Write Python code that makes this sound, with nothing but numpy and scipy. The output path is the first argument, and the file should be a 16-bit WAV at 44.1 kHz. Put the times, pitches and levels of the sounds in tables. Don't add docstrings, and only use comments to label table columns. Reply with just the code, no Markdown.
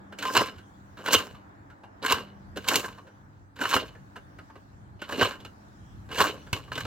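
import sys
import numpy as np
from scipy import signal
from scipy.fft import rfft, irfft, next_fast_len
from scipy.io import wavfile
from scipy.ndimage import uniform_filter1d, map_coordinates

SR = 44100
rng = np.random.default_rng(int(sys.argv[2]) if len(sys.argv) > 2 else 0)


def put_to_file(sound):
    columns = np.atleast_2d(sound).T
    safe = np.clip(columns, -1, 1)
    whole_steps = np.round(safe * 32767)
    wavfile.write(sys.argv[1], SR, whole_steps.astype(np.int16))


N = 302517

# time in seconds, then relative levels of rumble, murmur and hiss in dB.
AIR_LEVELS = [(0, -56, -56, -78.5), (.8, -56.5, -58.5, -75), (1.9, -60.5, -56.5, -81),
              (2.5, -51.5, -57.5, -76.5), (3.1, -57.5, -60.5, -78), (3.5, -58, -63.5, -83),
              (4, -51, -59.5, -75), (4.5, -57.5, -58.5, -75.5), (4.95, -51.5, -61, -79),
              (5.6, -58, -58, -73), (5.95, -50, -61, -73), (6.45, -50, -56.5, -67.5),
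              (6.86, -47.5, -66, -75)]
# frequency in Hz, relative level in dB.
RUMBLE_COLOUR = [(12, -42.5), (20, -20.5), (46, -1), (87, -1), (123, -3.5), (203, -12), (228, -15.5),
                 (400, -29), (520, -58.5), (880, -120)]
MURMUR_COLOUR = [(130, -29), (220, -9), (286, -0.5), (429, -13.5), (458, -12), (872, -8), (1030, -11),
                 (1630, -13), (3000, -37.5), (3900, -60.5), (6600, -120)]
HISS_COLOUR = [(1290, -34), (2200, -8), (2930, -6.5), (3640, -5.5), (3920, -6.5), (7350, -9), (9380, -17.5),
               (15100, -20), (16300, -10.5)]
# frequency in Hz, likeness from -1 to 1.
STEREO_LIKENESS = [(30, .22), (60, .4), (110, .7), (200, 0.92), (330, .7), (640, -0.35), (1400, -.5),
                   (3100, 0.093), (7000, -0.21), (15000, -0.033)]
# time in seconds, level in dB.
UPPER_HUM = [(0, -53.5), (.7, -59.5), (1.4, -59), (1.7, -73), (2.2, -52), (2.9, -58), (3.5, -70.5),
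             (5.6, -60.5), (6.86, -69)]
# frequency in Hz, time to fade by 60 dB in seconds.
GARDEN_FADE = [(200, 0.25), (2000, 0.12), (10000, 0.18)]
# start in seconds, level in dB, pitch in Hz,
# time to fade by 60 dB in seconds.
TURF_THUDS = [(.378, -28, 116, 0.18), (1.161, -26, 95, 0.12), (2.133, -28.5, 90, 0.11),
              (3.755, -25.5, 86.6, .09), (5.224, -23.5, 105.2, 0.134), (6.215, -29, 89, 0.099),
              (6.529, -16.5, 101.4, 0.057)]
# start in seconds, relative level in dB, clack pitch in Hz,
# low body within the knock in dB, hardness in dB (harder is brighter).
BALL_KNOCKS = [(.123, -35, 1540, 1.5, -5), (0.186, -34.5, 1430, 6, 14.5), (.224, -23.5, 1465, -24, 7.5),
               (.252, -19, 1170, -7, -1), (0.281, -25.5, 1025, -25, -5), (.361, -16.5, 1150, -34, 0.5),
               (.367, -13.5, 1043, -32, 7.5), (.392, -20, 1114, -14, -7.5), (.429, -26, 1045, -21, -3),
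               (0.488, -38, 1340, -21, -11.5), (.58, -44, 1500, -11, 3.5), (.969, -42.5, 1323, -3.5, -5.5),
               (.986, -40, 1500, 8.5, 0), (1.058, -22, 1358, -28, -7.5), (1.074, -20, 1500, -29, -6),
               (1.084, -15, 1039, -6, -4), (1.127, -16, 1562, -8, 6), (1.138, -12.5, 1100, -7, 16.5),
               (1.146, -7, 3200, -8, 9), (1.346, -41.5, 1047, -19.5, -1.5),
               (1.699, -43.5, 1420, -15.5, -11.5), (1.834, -38.5, 812, -4.5, -10.5),
               (2.026, -28.5, 4030, -25, -15), (2.042, -24, 1570, -18, -2), (2.061, -16, 1610, -18, 7.5),
               (2.081, -18, 1647, -16, -2), (2.108, -25.5, 1357, 5.5, 3.5), (2.122, -13, 1018, -7, 13),
               (2.202, -33.5, 1098, 1, -1.5), (2.559, -36, 1396, 8.5, 1.5), (2.571, -27.5, 1539, 5, 6),
               (2.641, -38, 1540, -3, 6.5), (2.678, -20, 2970, -20, 7), (2.685, -13.5, 2745, -27, 16),
               (2.741, -15, 1605, -28, 2), (2.756, -19.5, 998, -17, 23.5), (2.844, -23.5, 1530, -5.5, -9.5),
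               (2.88, -34.5, 1060, -21, 0), (2.923, -48.5, 1510, -21, -9), (2.98, -37.5, 1084, -3, -7.5),
               (3.068, -46.5, 1450, 4, -2.5), (3.561, -43, 1458, -8, 6), (3.588, -29.5, 1580, -21, -14),
               (3.612, -17, 1476, -10.5, -4.5), (3.637, -21, 1253, -26, 3), (3.654, -17, 1660, -30, -3),
               (3.712, -20, 1355, -20, 3.5), (3.738, -13, 1000, -13, -3), (3.764, -6, 1334, -7.5, -11),
               (3.95, -41.5, 1709, -0.5, -19.5), (4.157, -33, 1284, -21, -10), (4.162, -36, 1475, 2.5, -3),
               (4.385, -35, 1286, -7.5, -12), (4.498, -41.5, 890, -18, -22.5), (4.554, -41, 1120, 3, -8.5),
               (5.017, -28, 1406, -3.5, 1), (5.089, -32.5, 1530, -3, 3), (5.122, -22, 1610, -3, -3.5),
               (5.179, -31, 2835, 9, 0.5), (5.212, -14, 1614, -10, -2), (5.228, -13.5, 2900, -5, 0),
               (5.248, -17, 1100, -4.5, 0), (5.322, -33.5, 1470, -15, -1), (5.401, -40.5, 3470, -10, 1.5),
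               (5.448, -32.5, 1350, -6, 2.5), (6.114, -30, 2926, -27, -6), (6.125, -35.5, 2816, -13, -8),
               (6.157, -26, 1580, -14, 0), (6.183, -16, 3040, -4, -4), (6.204, -10, 1635, -5, -5),
               (6.289, -27.5, 2820, 4.5, -2), (6.465, -40.5, 1570, -1, -5), (6.529, -17, 2700, -10, 8),
               (6.562, -31, 1110, -22, 4), (6.636, -50, 810, -17, 6), (6.677, -42, 1140, -2, -6),
               (6.717, -21, 1257, -8.5, -11.5), (6.754, -25, 3460, -10, -3.5), (6.778, -23, 1520, -2.5, 3),
               (6.806, -27, 1590, -25, 6), (6.851, -28.5, 1367, -2, 2.5)]
# first touch in seconds, ball grips the clips in seconds, relative slide
# level in dB, snap in seconds, relative snap level in dB, fade in dB per second, relative treble in dB.
BALL_PRESSES = [(0.177, 0.229, -33, 0.37, -15.5, 190, -15), (0.97, 1.064, -33, 1.132, -17, 169.5, -14),
                (2.02, 2.045, -28.5, 2.111, -19.5, 190, -20),
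                (2.561, 2.684, -27, 2.755, -18.5, 150.5, -13.5), (3.558, 3.613, -30, 3.742, -19, 202, -16),
                (4.993, 5.097, -34, 5.22, -15.5, 200, -18.5),
                (6.088, 6.125, -35.5, 6.207, -13.5, 201.5, -17),
                (6.528, 6.527, -36.5, 6.55, -32.5, 200, -17.5), (6.719, 6.73, -37.5, 6.8, -33.5, 60, -16.5)]
# frequency in Hz, width in Hz, relative level in dB.
LOW_RESONANCES = [(270, 130, -3), (416, 77, 2.5), (534, 183, -0.5)]
MIDDLE_RESONANCES = [(1050, 170, 0), (1340, 170, -3), (1580, 150, 0)]
UPPER_RESONANCES = [(2150, 450, -7), (2900, 330, 0), (3550, 260, -3), (4150, 500, -3)]
TREBLE_RESONANCES = [(5050, 3000, -3), (7500, 1900, 1), (9260, 2000, -7), (13100, 3300, -5)]
# frequency in Hz, relative level in dB, undamped time to fade by 60 dB in seconds.
LONG_MODES = [(1039, 0, .22), (1351, -13, .2), (1570, -13, .15), (5203, -15, .26)]
BRIGHT_MODES = [(2810, 0, .17), (2950, 1, .14), (3085, -6, .15), (3548, -12, .08)]
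# frequency in Hz, lead in radians.
PORT_LEADS = [(100, 1.5), (1000, -0.6), (3000, -0.85), (5500, -1.5), (16000, -1.7)]

HUM_HZ, HUM_CLIMB_HZ_PER_S, LOWER_LINE_DB = 196.8, .9, -59.5
ECHO_FROM_HZ = 700
FIRST_BALL_S = .7
HELD_DB_PER_STEP = -1.5
UPPER_DB, TREBLE_DB, BRIGHT_DB = -4.5, -20, -19
UPPER_SHARE, BRIGHT_SHARE = .7, .4
BURST_S, BURST_DOUBLES_DB = .06, 20
TREBLE_FASTER = 1.2
CLICK_DB, CLICK_S = 8, .002
TOUCH_DB, GRIP_S = -48, .03
SURGE_S, DROP_S, DROP_DB = .035, .027, -8.5
LOW_RUB_GROWS, TREBLE_RUB_GROWS = .81, 1.153
EMPTY_SINGS_DB, FULL_SINGS_DB = -6.5, -16
TOP_HZ = 16000


def amp(db):
    return 10 ** (np.asarray(db) / 20)


def unit(x):
    return x / np.sqrt(np.mean(x ** 2) + 1e-20)


def along(points, hz):
    f, v = np.transpose(points)
    return np.interp(np.log(hz + 1), np.log(f + 1), v)


def curves(rows):
    s, *columns = np.transpose(rows)
    return [np.interp(np.arange(N) / SR, s, column) for column in columns]


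def wobble(rate):
    points = rng.standard_normal(int(N * rate / SR) + 4)
    return map_coordinates(points, [np.arange(N) * rate / SR])


def filtered(x, response):
    m = next_fast_len(N + SR // 2)
    return irfft(rfft(x, m) * response(np.fft.rfftfreq(m, 1 / SR)), m)[..., :N]


def resonant(x, peaks, dull_hz):
    def shape(f):
        total = 0
        for k, (centre, width, db) in enumerate(peaks):
            peak = 1j * f * width / (centre * centre - f * f + 1j * f * width)
            total = total + (-1) ** k * amp(db) * peak
        return total / (1 + 1j * f / dull_hz) ** 2

    white_gain = np.sqrt(np.mean(abs(shape(np.arange(SR // 2))) ** 2))
    return filtered(x, shape) / white_gain


def rush(spectrum, patchy_db):
    z = signal.stft(rng.standard_normal((2, N)), nperseg=512)[2]
    field = rng.standard_normal(z.shape[1:])
    field = uniform_filter1d(uniform_filter1d(field, 6, 0), 14, 1)
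    pair = signal.istft(z * amp(patchy_db * unit(field)), nperseg=512)[1][:, :N]

    def colour_and_width(hz):
        turn = np.arccos(np.clip(along(STEREO_LIKENESS, hz), -1, 1)) / 2
        return amp(along(spectrum, hz)) * [np.cos(turn), np.sin(turn)]

    mid, side = filtered(pair, colour_and_width)
    return unit(np.array([mid + side, mid - side]))


def air():
    rumble_db, murmur_db, hiss_db = curves(AIR_LEVELS)
    lumps = amp(5 + 1.5 * wobble(7))
    rumble = amp(rumble_db) * lumps * rush(RUMBLE_COLOUR, patchy_db=-2.0)
    murmur = amp(murmur_db + 3.5 + .9 * wobble(3.9)) * rush(MURMUR_COLOUR, patchy_db=.5)
    hiss = amp(hiss_db + 6.5) * rush(HISS_COLOUR, patchy_db=-3.0)
    return rumble + murmur + hiss


def hum():
    upper_db, = curves(UPPER_HUM)
    pitch = HUM_HZ + HUM_CLIMB_HZ_PER_S * np.arange(N) / SR + 1.5 * wobble(17)
    turn = np.pi * np.cumsum(pitch) / SR
    upper = amp(upper_db + 1.2 * wobble(8)) * np.sin(2 * turn)
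    lower = amp(LOWER_LINE_DB + 3.1 * wobble(24)) * np.sin(turn)
    return np.sqrt(2) * (upper + lower)


def garden(x):
    hz, t, z = signal.stft(rng.standard_normal((2, SR // 2)), SR, nperseg=256)
    fade = amp(-60 * t / along(GARDEN_FADE, hz)[:, None])
    tail = signal.istft(z * fade, SR, nperseg=256)[1]
    tail = tail / np.linalg.norm(tail[0])
    delayed = np.pad(x, (300, 0))[None]
    return signal.fftconvolve(delayed, tail, axes=1)[:, :N]


def thuds():
    out, t = np.zeros((2, N + SR)), np.arange(SR // 4) / SR
    for s, db, hz, t60 in TURF_THUDS:
        i = round(s * SR)
        swing = np.sin(2 * np.pi * hz * t + np.array([[-.35], [.35]]))
        out[:, i:i + len(t)] += amp(db - 60 * t / t60) * swing * (1 - np.exp(-t / .00032))
    return out[:, :N]


def ring(modes, t, draw, damping):
    total = 0
    for (hz, db, t60), (strength, phase, detune) in zip(modes, draw):
        mode_hz = hz * (1 + .012 * (damping - 1) * detune)
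        fade = amp(db + 3.5 * strength - 60 * damping * t / t60)
        total = total + fade * np.sin(2 * np.pi * mode_hz * t + phase)
    return total


def knocks():
    force, tones, t = np.zeros((4, N + SR)), np.zeros(N + SR), np.arange(SR // 3) / SR
    n_long, lowest_hz = len(LONG_MODES), LONG_MODES[0][0]
    draws = rng.standard_normal((len(BALL_KNOCKS), n_long + len(BRIGHT_MODES), 3))
    speeds = np.array([[1], [1], [1.2], [TREBLE_FASTER]])
    for (s, db, hz, low_db, hard_db), draw in zip(BALL_KNOCKS, draws):
        i = round(s * SR)
        rise = .00067 * amp(-.55 * min(db + 26.5, 0))
        t60 = BURST_S * 2 ** (-(db + 22.5) / BURST_DOUBLES_DB)
        envelope = amp(-60 * t / t60 * speeds) * (1 - np.exp(-t / rise))
        shove = envelope * rng.standard_normal((4, len(t)))
        bands_db = np.array([[low_db], [-4], [UPPER_DB + UPPER_SHARE * hard_db], [TREBLE_DB + hard_db]])
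        click = 1 + amp(CLICK_DB + .4 * min(db + 26, 0) - 60 * t / CLICK_S)
        force[:, i:i + len(t)] += amp(db - 7.0 + bands_db) * shove * click

        b, a = signal.iirpeak(hz, 11, SR)
        clack = signal.lfilter(b, a, shove[1])
        tones[i:i + len(t)] += amp(db - 4.0) * clack / abs(clack).max()

        held_db, damping = (0, 1) if s < FIRST_BALL_S else (-11, 1.6)
        long_db = held_db - 3 + .6 * min(db + 26, 0) - 30 * abs(np.log2(hz / lowest_hz))
        mute_db = (s > FIRST_BALL_S) * HELD_DB_PER_STEP
        long_modes = [(f, level + mute_db * (f / lowest_hz - 1), life) for f, level, life in LONG_MODES]
        bright_db = BRIGHT_DB + BRIGHT_SHARE * hard_db
        wall = amp(long_db) * ring(long_modes, t, draw, damping)
        wall = wall + amp(bright_db) * ring(BRIGHT_MODES, t, draw[n_long:], np.sqrt(damping))
        tones[i:i + len(t)] += amp(db) * wall * (1 - np.exp(-t / (rise + .003)))
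    return force[:, :N], tones[:N]


def scrape():
    ticks = (rng.random(N) < 450 / SR) * amp(3 * np.minimum(rng.exponential(size=N), 3))
    smooth_rub = np.array([[.6], [.6], [.7], [1.2]])
    grip = unit(signal.lfilter([1], [1, -.97], ticks)) + smooth_rub
    level, t = np.zeros((4, N)), np.arange(N) / SR
    for touch, grips, slide_db, snap, snap_db, fade_db, treble_db in BALL_PRESSES:
        dropped, dropped_db = snap + DROP_S, snap_db + DROP_DB
        times = [touch, grips - GRIP_S, grips, snap - SURGE_S, snap, dropped, dropped + 1]
        times = np.maximum.accumulate(times)
        levels = [TOUCH_DB, TOUCH_DB, slide_db, slide_db, snap_db, dropped_db, dropped_db - fade_db]
        db = np.interp(t, times, levels)
        low_db = -32 + LOW_RUB_GROWS * (db + 31)
        high_db = treble_db - 31 + TREBLE_RUB_GROWS * (db + 29.5)
        level += (t > touch) * amp([low_db, db, db - 2.5, high_db])
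    tone = amp(3.67 * np.array([wobble(45) for _ in level]))
    return amp(-6.5) * tone * level * unit(grip * rng.standard_normal((4, N)))


def narrow(modes):
    return [(hz, np.log(1000) / np.pi / t60, db) for hz, db, t60 in modes]


def tube():
    force, tones = knocks()
    rub = scrape()
    low, middle, upper, treble = force + rub
    treble = amp(6.0) * treble
    body = resonant(low, LOW_RESONANCES, dull_hz=930)
    body = body + resonant(middle, MIDDLE_RESONANCES, dull_hz=2360)
    body = body + resonant(upper, UPPER_RESONANCES, dull_hz=5200)
    body = body + resonant(treble, TREBLE_RESONANCES, dull_hz=30000)

    long_db = np.where(np.arange(N) / SR < FIRST_BALL_S, EMPTY_SINGS_DB, FULL_SINGS_DB)
    singing = amp(-8.5) * resonant(rub[2], narrow(BRIGHT_MODES), dull_hz=6000)
    singing = singing + resonant(amp(long_db) * rub[1], narrow(LONG_MODES), dull_hz=9000)

    paths = rng.choice([-1, 1], (2, N))
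    scattered = amp(-5) * resonant(paths * treble, TREBLE_RESONANCES, dull_hz=30000)
    return body + tones + singing, scattered


def scene():
    direct, scattered = tube()
    leads = lambda hz: np.exp(np.outer([.5j, -.5j], along(PORT_LEADS, hz)))
    ports = filtered(direct, leads) + scattered + thuds()
    bass_shy = lambda hz: 1j * hz / (ECHO_FROM_HZ + 1j * hz)
    echo = amp(-11.0) * filtered(garden(direct), bass_shy)
    balance = amp([[-.6], [.6]])
    return ports * balance + echo + hum() + air()


def record(dry):
    bass_cut = lambda hz: (1j * hz / 40 / (1 + 1j * hz / 40)) ** 3
    x = filtered(dry, bass_cut)
    x = x / (1 + abs(x / .8) ** 4) ** (1 / 4)
    return filtered(x, lambda hz: hz < TOP_HZ)


dry = scene()
out = record(dry)
put_to_file(out)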